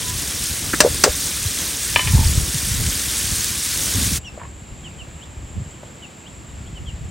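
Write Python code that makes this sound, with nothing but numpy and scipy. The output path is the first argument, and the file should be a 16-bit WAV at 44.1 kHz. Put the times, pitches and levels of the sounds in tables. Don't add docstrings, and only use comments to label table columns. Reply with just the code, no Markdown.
import sys
import numpy as np
from scipy import signal
from scipy.fft import rfft, irfft, next_fast_len
from scipy.io import wavfile
from scipy.ndimage import uniform_filter1d

SR = 44100
rng = np.random.default_rng(int(sys.argv[2]) if len(sys.argv) > 2 else 0)


def dump_mix(stems):
    frames = np.atleast_2d(stems).T
    limited = np.clip(frames, -1, 1)
    pcm = np.round(limited * 32767).astype(np.int16)
    wavfile.write(sys.argv[1], SR, pcm)


N = 313110
TIME_S = np.arange(N) / SR
EVENT_TIME_S = TIME_S[:SR // 2]
SCENE_CHANGE_S = 4.193

# freq_hz, density_db
SIZZLE_SPECTRUM = [(1760, -31), (3000, -15.5), (3550, -7), (4100, -5.5), (5100, -2.5), (5450, -1),
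                   (7700, -2.1), (8850, 0), (9900, -6.5), (10400, -5), (11700, -6), (12300, -11),
                   (13500, -12.5), (15600, -9.5), (16000, -7)]
SPATTER_SPECTRUM = [(410, -34), (700, -12.5), (973, -10), (1620, -1.5), (2770, -2.5), (3600, -1.5),
                    (4280, -7.5), (5000, -8), (6500, -20.5), (11000, -120)]
KNOCK_SPECTRUM = [(150, 2), (400, 3.5), (900, 0), (1500, 2), (2300, -5.5), (3800, -5.5), (5800, -1.5),
                  (8500, -4), (11000, -19), (16000, -17)]
CLINK_SPECTRUM = [(300, -11.5), (620, -7), (760, -12), (970, 0), (1090, -6), (1230, -1), (1480, -13),
                  (1780, 4), (2050, -7), (2350, 3.5), (2700, -3.5), (4600, -14), (8000, -36), (16000, -35)]
BUFFET_SPECTRUM = [(22, -15), (40, -3), (70, 2.5), (120, -5.5), (200, -14), (330, -27), (700, -46)]
FLAME_SPECTRUM = [(76, -21.5), (130, 0), (167, -1.5), (279, -1.5), (469, -8), (754, -14.5), (1200, -14),
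                  (1560, -32), (2640, -120)]
THROAT_SPECTRUM = [(450, -11), (750, -6), (1000, 1.5), (1300, -11), (1700, -7), (2500, -18), (4000, -32)]
AIR_SPECTRUM = [(71, -23.5), (120, -1), (246, -6), (278, -10), (341, -7), (385, -12.5), (592, -13.5),
                (1460, -20.5), (2480, -19.5), (2930, -20.5), (3660, -24), (5410, -29), (7500, -28.5),
                (9210, -34.5), (16000, -46)]
HISS_SPECTRUM = [(6200, -39), (6800, -3.5), (7400, 5), (7800, 0.5), (8100, -14), (8700, -11), (9300, -36)]
# freq_hz, side_gain_db
PAN_WIDTH = [(200, -18.5), (900, -8.5), (1400, -46), (2400, -63), (3500, -51), (4600, -68), (8200, -77),
             (9100, -24), (9800, 8), (10600, -40), (12000, -57), (15500, -40)]
YARD_WIDTH = [(150, -14.5), (500, -5), (1300, -0.5), (2500, -8), (3500, -11), (4500, -46), (7400, -43),
              (14000, -10)]

# peak_s, lift_db
FLARES = [(.48, 1), (1.24, 3), (2.29, 1.5), (3.25, 1.3), (4.05, 1.5)]
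# start_s, level_db, centre_hz
POPS = [(0.748, -5, 6000), (1.43, -0.5, 7000), (2.865, -7, 5000), (2.9545, -7, 7000), (3.445, 1.5, 7000),
        (3.775, -1, 8000)]
# start_s, strength_db, t60_s
KNOCKS = [(0.8042, 6.5, 0.038), (0.8096, -7.5, 0.024), (1.038, 3.5, 0.06)]
# freq_hz, gain_db, t60_s
RIM_MODES = [(607, -11, 0.15), (1658, -13.5, 0.071), (2700, -7, 0.038), (4060, -34, 0.084),
             (4460, -3.5, 0.025), (4940, -1.5, 0.022), (5600, -27, 0.062), (6040, -3, 0.034),
             (7300, -22, 0.065), (8690, -5, 0.027), (8480, -8, 0.037)]
# start_s, impact_db, ring_db
CLINKS = [(1.960, -3.5, -3.5), (1.992, -10.5, -6.5), (2.073, -18, -23), (2.081, -18, -25),
          (2.324, -26, -22)]
# freq_hz, gain_db, t60_s
SPOON_MODES = [(1010, -32.5, 0.63), (1790, -29, 0.17), (2080, -30, 0.22), (2372, -42, 0.11),
               (2995, -13.5, 0.18), (3500, -29, 0.19), (4130, -23, 0.12)]
# start_s, level_db, pitch_hz
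BUMPS = [(0.737, -3.5, 310), (0.838, -1.5, 633), (0.8478, 7, 470), (0.861, 2, 538), (0.875, -6, 537),
         (1.063, 0.5, 417), (1.071, -2, 587), (1.078, 0, 497), (4.376, -19, 606), (5.833, -24.5, 606)]
# start_s, length_s, level_db, centre_hz, width_hz
GRITTY_SOUNDS = [(0.731, 0.018, -19.5, 1520, 980), (2.115, 0.15, -35, 877, 190),
                 (5.831, .009, -41, 750, 900)]

# time_s, strength_db
BREEZE = [(0, -32), (1.75, -36.5), (3.0, -31), (3.7, -35.5), (4.5, -37.5), (5.0, -35), (5.45, -40.5),
          (6.1, -48), (6.6, -34), (7.1, -30.5)]
# start_s, hold_s, strength_db, eddy_hz
GUSTS = [(.11, 0.06, -30, 119), (.59, 0.42, -30.5, 111), (1.93, 0.17, -29.5, 150), (2.13, 0.14, -14, 130),
         (2.33, .11, -17, 110), (2.69, 0.21, -21.5, 210), (3.28, 0.052, -24, 150), (3.97, .18, -20.5, 320),
         (5.38, 0.071, -29.5, 100), (5.575, .04, -25.5, 150), (6.72, .36, -35, 170)]
# start_s, level_db, start_hz
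EDDIES = [(1.083, -17, 103), (1.45, -15, 148), (2.059, -15, 170), (2.129, -7.5, 185.4), (2.246, -5.5, 105),
          (2.538, -18, 228), (5.601, -20, 175)]
EDDY_S = 0.0343

# start_s, length_s, start_hz, end_hz, level_db
PEEPS = [(4.23, 0.032, 2700, 3630, -42), (4.245, 0.05, 2960, 2610, -33.5),
         (4.835, 0.047, 3300, 2620, -36.5), (4.982, 0.045, 3200, 2600, -37), (5.206, .04, 2750, 3670, -41),
         (6.017, 0.042, 3100, 2610, -36.5), (6.252, 0.029, 2650, 3520, -40), (6.662, .026, 3100, 3600, -47),
         (6.749, 0.04, 3200, 2700, -40), (6.855, .054, 3380, 2660, -36.5)]
# start_s, length_s, level_db
CROAK = (4.379, 0.087, -41)
# start_s, length_s, pitch_hz, level_db
FAR_TONE = (0.015, .125, 994, -38.5)


def frying():
    sizzle_db, spatter_db = heat()
    seething = from_db(.45 * drift(6) + .35 * drift(22))
    fizz = bubbles(per_s=6500, spread_db=2.8, q=24, pitches=56)
    spits = from_db(-17) * bursts(per_s=160, spread_db=2)
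    fine = rms_one(fizz + spits + from_db(2) * bursts(per_s=22000, spread_db=2.4))
    coarse = rms_one(fizz + from_db(3) * bursts(per_s=9000, spread_db=2))
    sizzle = from_db(sizzle_db) * colour(fine, SIZZLE_SPECTRUM)
    spatter = from_db(spatter_db) * colour(coarse, SPATTER_SPECTRUM)
    return stereo(seething * (sizzle + spatter), PAN_WIDTH)


def heat(sizzle_db_per_s=0.82, spatter_db_per_s=0.67, flare_width_s=0.056):
    flare_db = sum(db * np.exp(-((TIME_S - peak_s) / flare_width_s) ** 2) for peak_s, db in FLARES)
    sizzle_db = -26.5 + sizzle_db_per_s * TIME_S + flare_db
    spatter_db = -35 + spatter_db_per_s * TIME_S + 0.3 * flare_db
    return sizzle_db, spatter_db


def bubbles(per_s, spread_db, q, pitches):
    grains = bursts(per_s, spread_db)
    pitch_index = rng.integers(0, pitches, N)
    out = 0
    for k, hz in enumerate(np.geomspace(1000, 16000, pitches)):
        ring = resonance(grains * (pitch_index == k) + 1e-18, hz, hz / q)
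        out = out + ring * from_db(1.1 * drift(22))
    return rms_one(out)


def pops():
    out = np.zeros(N)
    for start_s, db, hz in POPS:
        tick = rng.standard_normal(SR // 2) * decay(t60_s=0.0025)
        add(out, start_s, from_db(db) * resonance(tick, hz, width_hz=4500))
    return out


def spoon_knocks():
    clack, ring = np.zeros((2, N))
    for start_s, db, t60_s in KNOCKS:
        envelope = decay(t60_s) + from_db(-16) * decay(0.19)
        add(clack, start_s, from_db(db - 2) * rng.standard_normal(SR // 2) * envelope)
        for hz, mode_db, mode_t60_s in RIM_MODES:
            gain = from_db(db + mode_db + rng.normal(0, 3.3)) * rng.choice([-1, 1])
            add(ring, start_s, gain * np.sin(2 * np.pi * hz * EVENT_TIME_S) * decay(mode_t60_s))
    return colour(clack, KNOCK_SPECTRUM) + ring


def spoon_clinks():
    clink, ring = np.zeros((2, N))
    envelope = decay(0.022) + from_db(-20.5) * decay(0.4)
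    for start_s, impact_db, ring_db in CLINKS:
        add(clink, start_s, from_db(impact_db) * rng.standard_normal(SR // 2) * envelope)
        for hz, mode_db, t60_s in SPOON_MODES:
            mode = np.sin(2 * np.pi * hz * (start_s + EVENT_TIME_S))
            add(ring, start_s, from_db(ring_db + mode_db) * mode * decay(t60_s))
    return colour(clink, CLINK_SPECTRUM) + ring


def bumps():
    out = np.zeros(N)
    for start_s, db, hz in BUMPS:
        phase = 2 * np.pi * hz * EVENT_TIME_S
        modes = np.sin(phase) + 0.17 * np.sin(1.55 * phase)
        attack = 1 - np.exp(-2 * hz * EVENT_TIME_S)
        add(out, start_s, from_db(db) * modes * attack * decay(t60_s=0.023))
    return out


def gritty_sounds(flicker_db=1):
    out = np.zeros(N)
    grains = bursts(per_s=8200, spread_db=3)[0] * from_db(flicker_db * drift(56))
    for start_s, length_s, db, hz, width_hz in GRITTY_SOUNDS:
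        first, count = int(start_s * SR), int(length_s * SR)
        grit = grains[first:first + count]
        for _ in range(2):
            grit = resonance(grit, hz, 0.73 * width_hz)
        swell = np.sin(np.linspace(0, np.pi, count))
        add(out, start_s, from_db(db) * rms_one(grit * swell))
    return out


def wind():
    airflow_db = airflow(flutter_db=2.6)
    lumps = colour(bursts(per_s=330, spread_db=4), BUFFET_SPECTRUM)
    lumps = signal.sosfilt(signal.butter(4, 42, "high", fs=SR, output="sos"), lumps)
    lumps = stereo(lumps, [(50, -15), (200, -13)])
    running_rms = np.sqrt(uniform_filter1d(np.mean(lumps ** 2, axis=0), size=3500) + 1e-9)
    return from_db(airflow_db - 2) * lumps / running_rms


def airflow(flutter_db, rise_db_per_s=172, fall_db_per_s=262):
    power = from_db(along_time(BREEZE)) ** 2
    for start_s, hold_s, db, _ in GUSTS:
        before_s = np.maximum(start_s - TIME_S, 0)
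        after_s = np.maximum(TIME_S - start_s - hold_s, 0)
        power += from_db(db - rise_db_per_s * before_s - fall_db_per_s * after_s) ** 2
    return 10 * np.log10(power) + flutter_db * drift(14)


def eddies():
    out = np.zeros(N)
    progress = np.linspace(0, 1, int(EDDY_S * SR))
    for start_s, db, start_hz in EDDIES + shed_eddies():
        phase = 2 * np.pi * np.cumsum(start_hz * np.exp(-.9 * progress)) / SR
        add(out, start_s, from_db(db) * np.sin(phase) * np.sin(np.pi * progress))
    return out


def shed_eddies(per_s=22, relative_db=-3):
    rows = []
    for start_s, hold_s, db, hz in GUSTS:
        jitter = rng.uniform(-1, 1, (32, 3))
        times_s = np.arange(start_s, start_s + hold_s - EDDY_S / 2, 1 / per_s)
        for at_s, (late, strong, high) in zip(times_s, jitter):
            rows.append((at_s + late * EDDY_S / 2, db + relative_db + 3 * strong, hz * 2 ** (.34 * high)))
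    return rows


def flames():
    return from_db(-37.5 + 1.86 * drift(6.2)) * stereo(colour(noise(), FLAME_SPECTRUM), PAN_WIDTH)


def chicks(full_effort_db=-33.5, octave_loss_db_per_db=6.4):
    out = np.zeros(N)
    for start_s, length_s, start_hz, end_hz, db in PEEPS + far_peeps():
        octave_db = -9 - octave_loss_db_per_db * max(full_effort_db - db, 0)
        add(out, start_s, from_db(db) * whistle(length_s, start_hz, end_hz, octave_db))
    return out


def far_peeps(per_s=3, length_s=.035, pitch_hz=3100, level_db=-54):
    jitter = rng.uniform(-1, 1, (24, 3))
    times_s = np.arange(SCENE_CHANGE_S + 1 / per_s, N / SR, 1 / per_s)
    rows = []
    for at_s, (late, high, strong) in zip(times_s, jitter):
        start_hz, end_hz = pitch_hz * (1 + .089 * high), pitch_hz * (.81 + .1 * high)
        rows.append((at_s + late / 2 / per_s, length_s, start_hz, end_hz, level_db + 2 * strong))
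    return rows


def whistle(length_s, start_hz, end_hz, octave_db):
    progress = np.linspace(0, 1, int(length_s * SR))
    quaver = rms_one(signal.lfilter([1], [1, -.98], rng.standard_normal(len(progress))))
    glide_hz = start_hz + (end_hz - start_hz) * (progress + progress ** 2) / 2
    phase = 2 * np.pi * np.cumsum(glide_hz * (1 + .012 * quaver)) / SR
    swell = np.abs(np.sin(np.pi * progress ** 1.57)) ** 0.43 * from_db(quaver)
    return (np.sin(phase) + from_db(octave_db) * np.sin(2 * phase)) * swell


def croak(puffs_per_s=55, puff_t60_s=.022, breath_db=-11):
    start_s, length_s, db = CROAK
    time_s, puffs = TIME_S[:int(length_s * SR)], np.zeros(N)
    since_puff_s = time_s % (1 / puffs_per_s)
    opening = from_db(-60 * since_puff_s / puff_t60_s) + from_db(breath_db)
    swell = np.sqrt(np.sin(np.pi * time_s / length_s))
    breath = rng.standard_normal(N)[:len(time_s)]
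    add(puffs, start_s, rms_one(breath * opening * swell))
    return from_db(db) * colour(puffs, THROAT_SPECTRUM)


def far_tone():
    start_s, length_s, hz, db = FAR_TONE
    out = np.zeros(N)
    add(out, start_s, from_db(db) * whistle(length_s, hz, hz, octave_db=-30))
    return out


def yard():
    air = from_db(-42.5 + .5 * drift(4)) * colour(noise(), AIR_SPECTRUM)
    hiss = from_db(-48.5 + drift(25) + .7 * drift(3.4)) * colour(noise(), HISS_SPECTRUM)
    return stereo(air + hiss, YARD_WIDTH)


def outdoors(x, wet_db, t60_s):
    echoes = rng.standard_normal((2, SR // 2)) * (rng.random((2, SR // 2)) < .03) * decay(t60_s)
    echoes = signal.lfilter([1], [1, -.5], echoes)
    echoes /= np.sqrt(np.sum(echoes ** 2, axis=1, keepdims=True))
    return x + from_db(wet_db) * signal.fftconvolve(x[None], echoes, axes=1)[:, :N]


def bursts(per_s, spread_db):
    sizes = from_db(spread_db * np.minimum(rng.exponential(1, (2, N)), 6))
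    signs = rng.choice([-1, 1], (2, N))
    return rms_one(sizes * signs * (rng.random((2, N)) < per_s / SR))


def noise():
    return rng.standard_normal((2, N))


def drift(rate_hz):
    hop, settle = 40, 2000
    pole = np.exp(-2 * np.pi * hop * rate_hz / SR)
    white = rng.standard_normal(N // hop + settle + 2)
    slow = signal.lfilter([1], [1, -2 * pole, pole ** 2], white)[settle:]
    return np.interp(np.arange(N) / hop, np.arange(len(slow)), rms_one(slow))


def colour(x, spectrum):
    size = 2 * next_fast_len(N // 2 + 8192)
    hz, db = np.transpose(spectrum)
    octaves = np.log2(np.maximum(np.arange(size // 2 + 1) * SR / size, 1))
    points = np.log2(hz)
    outside = np.abs(octaves - np.clip(octaves, points.min(), points.max()))
    gain = rms_one(from_db(np.interp(octaves, points, db) - np.minimum(30 * outside, 60)))
    cepstrum = irfft(np.log(gain))
    cepstrum[1:size // 2] *= 2
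    cepstrum[size // 2 + 1:] = 0
    return irfft(rfft(x, size) * np.exp(rfft(cepstrum)))[..., :N]


def resonance(x, hz, width_hz):
    radius = np.exp(-np.pi * width_hz / SR)
    feedback = [1, -2 * radius * np.cos(2 * np.pi * hz / SR), radius ** 2]
    return signal.lfilter(np.array([1, 0, -1]) * (1 - radius ** 2) / 2, feedback, x)


def stereo(pair, width):
    hz, db = np.transpose(width)
    size = next_fast_len(N)
    bins_hz = np.arange(1, size // 2 + 2) * SR / size
    gain = from_db(np.interp(np.log(bins_hz), np.log(hz), db))
    side = irfft(rfft(pair[1], size) * gain, size)[:N]
    return np.array([pair[0] + side, pair[0] - side])


def along_time(curve):
    return np.interp(TIME_S, *np.transpose(curve))


def decay(t60_s):
    return from_db(-60 * EVENT_TIME_S / t60_s)


def add(out, start_s, sound):
    first = max(int(start_s * SR), 0)
    out[first:first + len(sound)] += sound[:N - first]


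def from_db(db):
    return 10 ** (np.asarray(db) / 20)


def rms_one(x):
    return x / np.sqrt(np.mean(x ** 2) + 1e-20)


def scene(change_s=0.021):
    fireside = np.clip((SCENE_CHANGE_S - TIME_S) / change_s, 0, 1)
    contacts = spoon_knocks() + spoon_clinks() + bumps() + gritty_sounds()
    contacts = outdoors(contacts, wet_db=-19.5, t60_s=0.053) * from_db([[.6], [-.6]])
    beds = fireside * (frying() + flames()) + (1 - fireside) * yard()
    near = beds + wind() + eddies() + pops() + contacts
    return near + outdoors(chicks() + far_tone() + croak(), wet_db=-11.5, t60_s=0.17)


def record(dry, threshold_db=8, release_db_per_s=110, cutoff_hz=15800):
    over_db = np.maximum(20 * np.log10(np.abs(dry).max(axis=0) + 1e-9) - threshold_db, 0)
    release_db = release_db_per_s * TIME_S
    held_db = np.maximum.accumulate(over_db + release_db) - release_db
    limited = dry * from_db(-signal.lfilter([.005], [1, -.995], held_db))
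    rounded = limited / (1 + limited ** 6) ** (1 / 6)
    return signal.sosfilt(signal.ellip(10, .2, 70, cutoff_hz, fs=SR, output="sos"), rounded)


dry = scene()
out = record(dry)
dump_mix(out)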